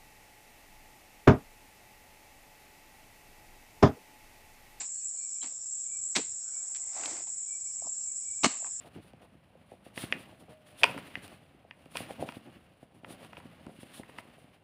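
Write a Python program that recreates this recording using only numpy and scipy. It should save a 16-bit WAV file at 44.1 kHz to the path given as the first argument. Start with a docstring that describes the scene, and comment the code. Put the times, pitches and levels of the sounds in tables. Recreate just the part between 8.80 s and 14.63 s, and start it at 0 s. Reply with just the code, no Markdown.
"""Someone writes with a ballpoint on a sheet on a wooden table in a quiet room, close to a small microphone.
Over a steady hush, short strokes scratch (ball on fibres) and rustle (sheet under the hand) from the start.
The table rumbles along and knocks when tip or hand lands; the plastic pen ticks, and snaps at about 1.2 to 1.3 s.
A faint sagging tone runs from 1.45 to 2.03 s, then come the loudest snaps; strokes, ticks and knocks go on
almost to the end. Ticks and knocks are struck modes, and the room answers them with a short echo tail."""
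import sys
import numpy as np
from scipy import signal
from scipy.fft import rfft, irfft
from scipy.io import wavfile

SR = 44100
rng = np.random.default_rng(int(sys.argv[2]) if len(sys.argv) > 2 else 0)


def master(y):
    """Save y as 16-bit WAV."""
    cut = np.clip(np.atleast_2d(y).T, -1, 1)
    pcm = np.round(cut * 32767)  # scale
    wavfile.write(sys.argv[1], SR, pcm.astype(np.int16))


N = 257103   # length in samples

# Pen strokes: middle_s, length_s (between half-power points), scratch_db, rustle_db
PEN_STROKES = [(0.0, 0.062, -65, -61), (0.07, 0.023, -65, -62), (0.16, 0.046, -72, -64),
               (0.264, 0.074, -70.5, -70), (0.433, 0.028, -68.5, -63.5), (0.919, 0.055, -76, -68.5),
               (1.065, 0.034, -65, -63.5), (1.211, 0.075, -46.5, -50.5), (1.325, 0.029, -57, -69),
               (1.415, 0.043, -62, -61.5), (1.498, 0.032, -72, -65), (1.612, 0.025, -67.5, -65),
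               (1.716, 0.037, -65.5, -63), (1.899, 0.061, -65.5, -67.5), (2.015, 0.056, -57, -68),
               (2.102, 0.031, -56, -60.5), (2.19, 0.017, -56, -55), (2.265, 0.032, -66, -54),
               (2.445, 0.034, -56, -53.5), (2.512, 0.07, -67, -59), (2.629, 0.031, -80.5, -74.5),
               (3.037, 0.052, -75, -71), (3.126, 0.03, -63, -65), (3.192, 0.069, -51, -49.5),
               (3.309, 0.04, -57, -55), (3.424, 0.037, -56, -56), (3.49, 0.044, -58.5, -53.5),
               (3.558, 0.032, -63, -56), (3.66, 0.018, -82, -67), (3.742, 0.052, -86, -66.5),
               (4.028, 0.026, -72.5, -68.5), (4.17, 0.039, -71.5, -71.5), (4.313, 0.042, -54, -56),
               (4.434, 0.047, -63.5, -57.5), (4.582, 0.018, -65.5, -59), (4.735, 0.043, -73.5, -70),
               (4.942, 0.063, -68, -80), (5.019, 0.031, -59, -63), (5.09, 0.11, -68, -64),
               (5.168, 0.051, -55.5, -59), (5.298, 0.017, -64, -67), (5.393, 0.023, -60.5, -52.5),
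               (5.618, 0.079, -71.5, -76.5), (5.747, 0.024, -75, -62.5)]
# Weight of the hand dragging on the sheet, given as the rustle it makes: time_s, rustle_db
HAND_WEIGHT = [(0.0, -69.5), (0.37, -73.5), (0.97, -75), (1.14, -66), (1.2, -65), (1.33, -54),
               (1.51, -65.5), (1.8, -70), (2.0, -63), (2.06, -45), (2.16, -53.5), (2.4, -59.5), (2.63, -69),
               (2.9, -74.5), (3.12, -70), (3.18, -54.5), (3.4, -60), (3.85, -69), (4.2, -78.5),
               (4.27, -62.5), (4.77, -66), (4.92, -65), (5.39, -62.5), (5.83, -74.5)]
# Ringing modes of the table top: pitch_hz, relative level_db, t60_s (time to fade by 60 dB)
TABLE_MODES = [(112, -17.5, 0.022), (174, -1.5, 0.015), (256.4, -3.5, 0.033), (314.3, -10.5, 0.035),
               (439.2, -10, 0.029), (550.4, -0.5, 0.02), (664, 2, 0.014), (772.4, -15, 0.032)]
UPPER_FROM_HZ = 400   # the table's upper modes begin here


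def amp(db):
    """Decibels to gain."""
    return 10 ** (np.asarray(db) / 20)


def rms_one(x):
    """Scale to unit rms, an average strength of 1."""
    return x / np.sqrt(np.mean(x ** 2) + 1e-20)


def in_time(rows):
    """Turn a table of points in time into curves with one value a sample."""
    time_s, *columns = np.transpose(rows)
    return [np.interp(np.arange(N) / SR, time_s, column) for column in columns]


def drift(rate_hz):
    """Slow random wandering with unit spread, moving about rate_hz times a second."""
    step = 40   # samples between the computed points
    r = np.exp(-2 * np.pi * rate_hz * step / SR)
    noise = rng.standard_normal(N // step + 2002)
    slow = signal.lfilter([1], [1, -2 * r, r * r], noise)[2000:]   # skip the settling of the filter
    return np.interp(np.arange(N) / step, np.arange(len(slow)), rms_one(slow))


def ring(clicks, hz, t60_s):
    """A resonance: a unit click sets off a fading sine that starts at height 1."""
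    r = amp(-60 / (t60_s * SR))
    w = 2 * np.pi * hz / SR
    return signal.lfilter([0, np.sin(w)], [1, -2 * r * np.cos(w), r * r], clicks + 1e-18)


def coloured(x, spectrum):
    """Give a white signal the shape of a spectrum, at unit rms."""
    hz, level_db = np.transpose(spectrum)
    grid_hz = np.maximum(np.fft.rfftfreq(N, 1 / SR), 1)
    shape_db = np.interp(np.log(grid_hz), np.log(hz), level_db)
    edge_db = -30 * np.maximum(np.log2(hz[0] / grid_hz), 0)   # falls away under the first point
    return rms_one(irfft(rfft(x) * amp(shape_db + edge_db), N))


def grains(per_s, spread_db):
    """Random tiny clicks with uneven sizes and signs, like fibres giving way."""
    sizes = amp(spread_db * np.minimum(rng.exponential(1, N), 5))
    signs = rng.choice([-1, 1], N)
    return sizes * signs * (rng.random(N) < per_s / SR)


def struck(times_s, modes, group_db, build_cycles):
    """Every blow strikes each mode with its group's strength, give or take; a mode builds up over some cycles."""
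    at = np.round(times_s * SR).astype(int)
    luck = rng.standard_normal((len(times_s), len(modes)))
    total = 0
    for k, (hz, level_db, t60_s) in enumerate(modes):
        clicks = np.zeros(N)
        clicks[at] = amp(group_db(hz) + level_db + 2 * luck[:, k])
        push_s = build_cycles / hz
        push = ring(clicks, hz, push_s)   # a short ringing drives the mode proper
        even_out = 3 * np.log(1000) / (push_s * SR)   # offsets the gain of ringing twice
        total = total + ring(push, hz, t60_s) * even_out
    return total


def soft(x, hz):
    """Dull a sound like a contact that lasts a while: double one-pole low-pass."""
    r = np.exp(-2 * np.pi * hz / SR)
    return signal.lfilter([(1 - r) ** 2], [1, -2 * r, r * r], x)


def above(x, hz):
    """High-pass: a small top radiates little below its lowest mode."""
    return signal.sosfilt(signal.butter(2, hz, "high", fs=SR, output="sos"), x)


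def with_swells(steady_db, swells):
    """Gains of two layers: slow levels plus short swells, added in power, that set in and stop fairly abruptly."""
    t = np.arange(N) / SR
    powers = amp(2 * np.array(steady_db))   # doubled decibels turn gain into power
    for middle_s, length_s, *levels_db in swells:
        first = max(int((middle_s - 2 * length_s) * SR), 0)
        near = slice(first, int((middle_s + 2 * length_s) * SR))
        place = 2 * (t[near] - middle_s) / length_s   # -1 and 1 are the half-power points
        edge = np.where(place < 0, 3.5, 2.5)   # the rise is steeper than the fall
        shape = 2 ** -np.abs(place) ** edge
        powers[:, near] += np.outer(amp(2 * np.array(levels_db)), shape)
    return np.sqrt(powers)


def with_hand(usual_db, share):
    """A level in dB that follows a share of the swing in the weight of the hand."""
    usual_weight_db = -65
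    return usual_db + share * (in_time(HAND_WEIGHT)[0] - usual_weight_db)


def quiet_hush():
    """Steady noise with a fixed spectrum, its level wandering slowly."""
    # Colour of the background noise: pitch_hz, relative level_db per Hz
    hush_spectrum = [(18, -71), (30, -14.5), (43, 5.5), (173, 6.5), (399, -15), (518, -6), (1020, -11),
                     (2760, -17), (6050, -39), (8060, -43), (9680, -38), (11300, -42), (15500, -43.5)]
    level_db = -63.5 + 2.4 * drift(1.4)
    return amp(level_db) * coloured(rng.standard_normal(N), hush_spectrum)


def husky_tone():
    """A faint sagging tone, about half a second long, wavering in pitch and level."""
    # Path of the tone before its wavering: time_s, pitch_hz, level_db (peak height)
    tone_path = [(1.45, 628, -85), (1.52, 625, -66), (1.7, 615, -65), (1.95, 600, -64), (2.03, 598, -72)]
    pitch_hz, level_db = in_time(tone_path)
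    t = np.arange(N) / SR
    tone = np.sin(2 * np.pi * np.cumsum(pitch_hz + 8 * drift(12)) / SR)
    sounding = (t > tone_path[0][0]) * (t < tone_path[-1][0])
    return sounding * amp(level_db + 3.5 * drift(14)) * tone


def room(x):
    """Dense echoes that die away at random, treble first."""
    t60_s, wall_cut_hz = 0.31, 2200
    t = np.arange(int(.8 * SR)) / SR
    white = rng.standard_normal(len(t))
    dull = soft(white, wall_cut_hz)
    bright = white - dull
    tail = dull * amp(-60 * t / t60_s) + bright * amp(-60 * t / (.4 * t60_s))
    tail *= np.clip((t - .004) / .008, 0, 1)   # first walls answer after a few ms
    return signal.fftconvolve(x, tail / np.sqrt(np.sum(tail ** 2)))[:N]


def rumble():
    """Dense small shoves from strokes, scuffs and the dragging hand keep the table's modes sounding."""
    # Scuffs that shake the table harder: middle_s, length_s (half power), low_modes_db, upper_modes_db
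    scuffs = [(0.064, 0.036, -73, -55), (0.176, 0.035, -44.5, -62), (0.249, 0.016, -73, -59.5),
              (0.436, 0.046, -73, -59.5), (1.354, 0.068, -49.5, -59), (1.5, 0.067, -59, -55.5),
              (1.62, 0.04, -56, -63), (1.706, 0.038, -62, -56.5), (2.073, 0.095, -57, -46),
              (2.176, 0.028, -51, -44.5), (2.632, 0.023, -61, -62), (3.302, 0.034, -72, -46),
              (3.419, 0.052, -42, -46), (3.68, 0.044, -53.5, -63), (3.762, 0.022, -55.5, -72),
              (4.161, 0.042, -61, -73), (4.305, 0.067, -55.5, -52), (4.43, 0.057, -66, -54.5),
              (4.893, 0.059, -54, -58), (5.653, 0.016, -61, -69)]
    stroke_shakes_db = (-10, -4.5)   # low and upper modes, relative to the stroke's rustle
    shakes = [(middle_s, length_s, *np.add(rustle_db, stroke_shakes_db))
              for middle_s, length_s, _, rustle_db in PEN_STROKES]
    steady_db = [with_hand(usual_db=-63.5, share=0.8), with_hand(usual_db=-64.5, share=0.47)]
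    low_gain, upper_gain = with_swells(steady_db, list(scuffs) + shakes)
    shoves = grains(700, spread_db=-0.5) * amp(1.1 * drift(24))
    low = upper = 0
    for hz, level_db, t60_s in TABLE_MODES:
        mode = amp(level_db) * ring(shoves, hz, t60_s)
        if hz < UPPER_FROM_HZ:
            low = low + mode
        else:
            upper = upper + mode
    return low_gain * rms_one(above(low, 88)) + upper_gain * rms_one(upper)


def knocks():
    """Tip or hand lands on the table: dull blows into its modes, all starting together."""
    # Landings, levels relative: time_s, low_modes_db, upper_modes_db
    landings = [(0.336, -41, -39), (0.552, -36.5, -53), (0.754, -48, -42), (0.815, -46, -52.5),
                (0.919, -38.5, -31.5), (0.937, -43.5, -39), (1.065, -36, -36.5), (1.175, -27.5, -31),
                (1.238, -19.5, -30), (1.325, -59, -25.5), (2.027, -34, -29), (2.041, -51, -16.5),
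                (2.146, -36, -30.5), (2.163, -29, -30.5), (2.177, -39, -43), (2.358, -64, -43),
                (2.373, -30.5, -39), (2.518, -52.5, -41), (2.748, -40, -62), (2.85, -45, -43.5),
                (3.06, -40, -43.5), (3.154, -54, -32.5), (3.205, -25, -29.5), (3.308, -57, -27.5),
                (3.402, -36, -34), (3.426, -39, -17), (3.488, -33, -29), (3.568, -29, -38),
                (4.029, -41, -38), (4.234, -37.5, -45.5), (4.246, -56, -44), (4.306, -34, -45),
                (4.53, -47, -42.5), (4.58, -35.5, -41), (4.655, -33.5, -44), (4.813, -39.5, -47.5),
                (4.867, -31.5, -40), (4.881, -35.5, -43), (4.894, -37, -38.5), (4.988, -33.5, -61),
                (5.031, -34, -36.5), (5.197, -31, -32.5), (5.293, -43, -40), (5.387, -35.5, -48),
                (5.453, -53, -45), (5.583, -80, -45.5), (5.643, -45.5, -50.5)]
    time_s, low_db, upper_db = np.transpose(landings)
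    contact_s = time_s - 0.00096   # contact begins this long before the knock is heard
    low_modes = [m for m in TABLE_MODES if m[0] < UPPER_FROM_HZ]
    upper_modes = [m for m in TABLE_MODES if m[0] > UPPER_FROM_HZ]
    low = struck(contact_s, low_modes, lambda hz: low_db, build_cycles=3.0)
    upper = struck(contact_s, upper_modes, lambda hz: upper_db, build_cycles=5.7)
    return amp(-4.0) * (above(low, 110) + above(soft(upper, 1500), 350))


def pen_ticks():
    """The plastic pen ticks and snaps: very short modes, barrel under 4 kHz and small parts above."""
    # Ticks and snaps, levels relative: time_s, low_db, middle_db, main_db, top_db (groups of modes)
    tick_list = [(0.334, -76, -70, -52.5, -65), (1.16, -74, -63, -40, -63), (1.1765, -32, -29.5, -29, -48),
                 (1.3245, -37.5, -20.5, -11, -52), (2.017, -49, -43, -39, -56),
                 (2.034, -25.5, -20, -2, -39), (2.0394, -13, -32, -9, -36), (2.0414, -18.5, -21, -8, -31.5),
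                 (2.1776, -32, -35, -41, -49), (2.3542, -42, -28.5, -25.5, -69),
                 (2.4794, -51.5, -56, -45, -46.5), (2.9099, -45, -41, -32, -78),
                 (3.0574, -53, -65, -51, -61), (3.1557, -29.5, -43.5, -29, -55),
                 (3.1704, -51, -40, -21, -36.5), (3.3073, -47, -45, -42, -63),
                 (3.4886, -29.5, -42, -31, -61), (3.5223, -43, -49, -39, -58),
                 (4.2459, -35.5, -39, -36, -83), (4.4478, -47.5, -70, -63, -51),
                 (4.5313, -39, -46, -41, -76), (4.5694, -39, -53, -33.5, -73), (4.6012, -43, -54, -58, -62),
                 (4.866, -40.5, -57, -52, -54.5), (5.2335, -46.5, -44.5, -63, -58.5),
                 (5.295, -44, -47, -48, -78), (5.3852, -32, -34.5, -34.5, -54)]
    # Ringing modes of the pen: pitch_hz, relative level_db, t60_s (time to fade by 60 dB)
    plastic_modes = [(1010, 0, 0.011), (1350, 2.5, 0.0058), (1882, -3.5, 0.014), (2033, 0, 0.014),
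                     (2557, -3, 0.0086), (2793, -3.5, 0.0095), (3150, -6.5, 0.0073), (4890, 7.5, 0.0055),
                     (5445, 6, 0.0041), (9070, 12, 0.003), (13100, 8.5, .002)]
    small_from_hz = 4000
    time_s, low_db, middle_db, main_db, top_db = np.transpose(tick_list)
    high_db = top_db + 0.54 * (main_db - top_db) - 9   # high modes follow both main and top
    groups_db = low_db, middle_db, main_db, high_db, top_db

    def group_db(hz):
        """Strengths of all ticks in the group of modes that holds this pitch."""
        return groups_db[np.searchsorted([1550, 2200, 4000, 7000], hz)]

    barrel_modes = [m for m in plastic_modes if m[0] < small_from_hz]
    small_modes = [m for m in plastic_modes if m[0] > small_from_hz]
    barrel = struck(time_s, barrel_modes, group_db, build_cycles=8.1)
    small = struck(time_s, small_modes, group_db, build_cycles=5.0)
    barrel = above(soft(barrel, 5000), 640)
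    barrel = signal.sosfilt(signal.butter(4, 3900, fs=SR, output="sos"), barrel)
    return barrel + soft(soft(small, 8200), 9000)


def writing():
    """Each stroke swells and fades as ball and hand drag over the fibres and rustle the sheet."""
    # Colour of the ball's scratch: pitch_hz, relative level_db per Hz
    scratch_spectrum = [(3500, 0.5), (5000, -9), (6200, -14), (8000, -9), (9700, 2.5), (11300, -10),
                        (13000, -13), (15500, -13.5)]
    # Colour of the sheet's rustle: pitch_hz, relative level_db per Hz
    rustle_spectrum = [(700, -19.5), (1100, 0.5), (1500, -1.5), (2100, -0.5), (2500, -0.5), (2780, 1.5),
                       (3100, -2), (3700, -9), (4700, -12.5), (6000, -22.5)]
    steady_db = [with_hand(usual_db=-74.5, share=0.83), *in_time(HAND_WEIGHT)]
    scratch_gain, rustle_gain = with_swells(steady_db, PEN_STROKES)
    catching = drift(40)   # the ball catches and lets go, heard in both layers
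    scratch_flicker = amp(1.2 * catching + 1.5 * drift(11))
    scratch = scratch_gain * scratch_flicker * coloured(grains(7800, spread_db=1.5), scratch_spectrum)
    rustle_flicker = amp(1.2 * catching + 1.5 * drift(32))
    rustle = rustle_gain * rustle_flicker * coloured(grains(4000, spread_db=0.5), rustle_spectrum)
    return scratch + rustle


def scene():
    """Add up hush, tone, table, pen and writing; the room answers ticks and knocks."""
    blows = pen_ticks() + knocks()
    echoes = amp(-16) * room(blows)
    background = quiet_hush() + husky_tone()
    return (background + echoes + rumble() + blows + writing())[None]


def record(dry):
    """The small microphone loses the deep bass; peaks are rounded and the top is cut steeply."""
    thin = signal.sosfilt(signal.butter(3, 60.3, "high", fs=SR, output="sos"), dry)
    ceiling = 0.9   # peaks bend towards this height
    rounded = ceiling * np.tanh(thin / ceiling)
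    return signal.sosfilt(signal.ellip(12, .5, 90, 15550, fs=SR, output="sos"), rounded)


dry = scene()
out = record(dry)
master(out)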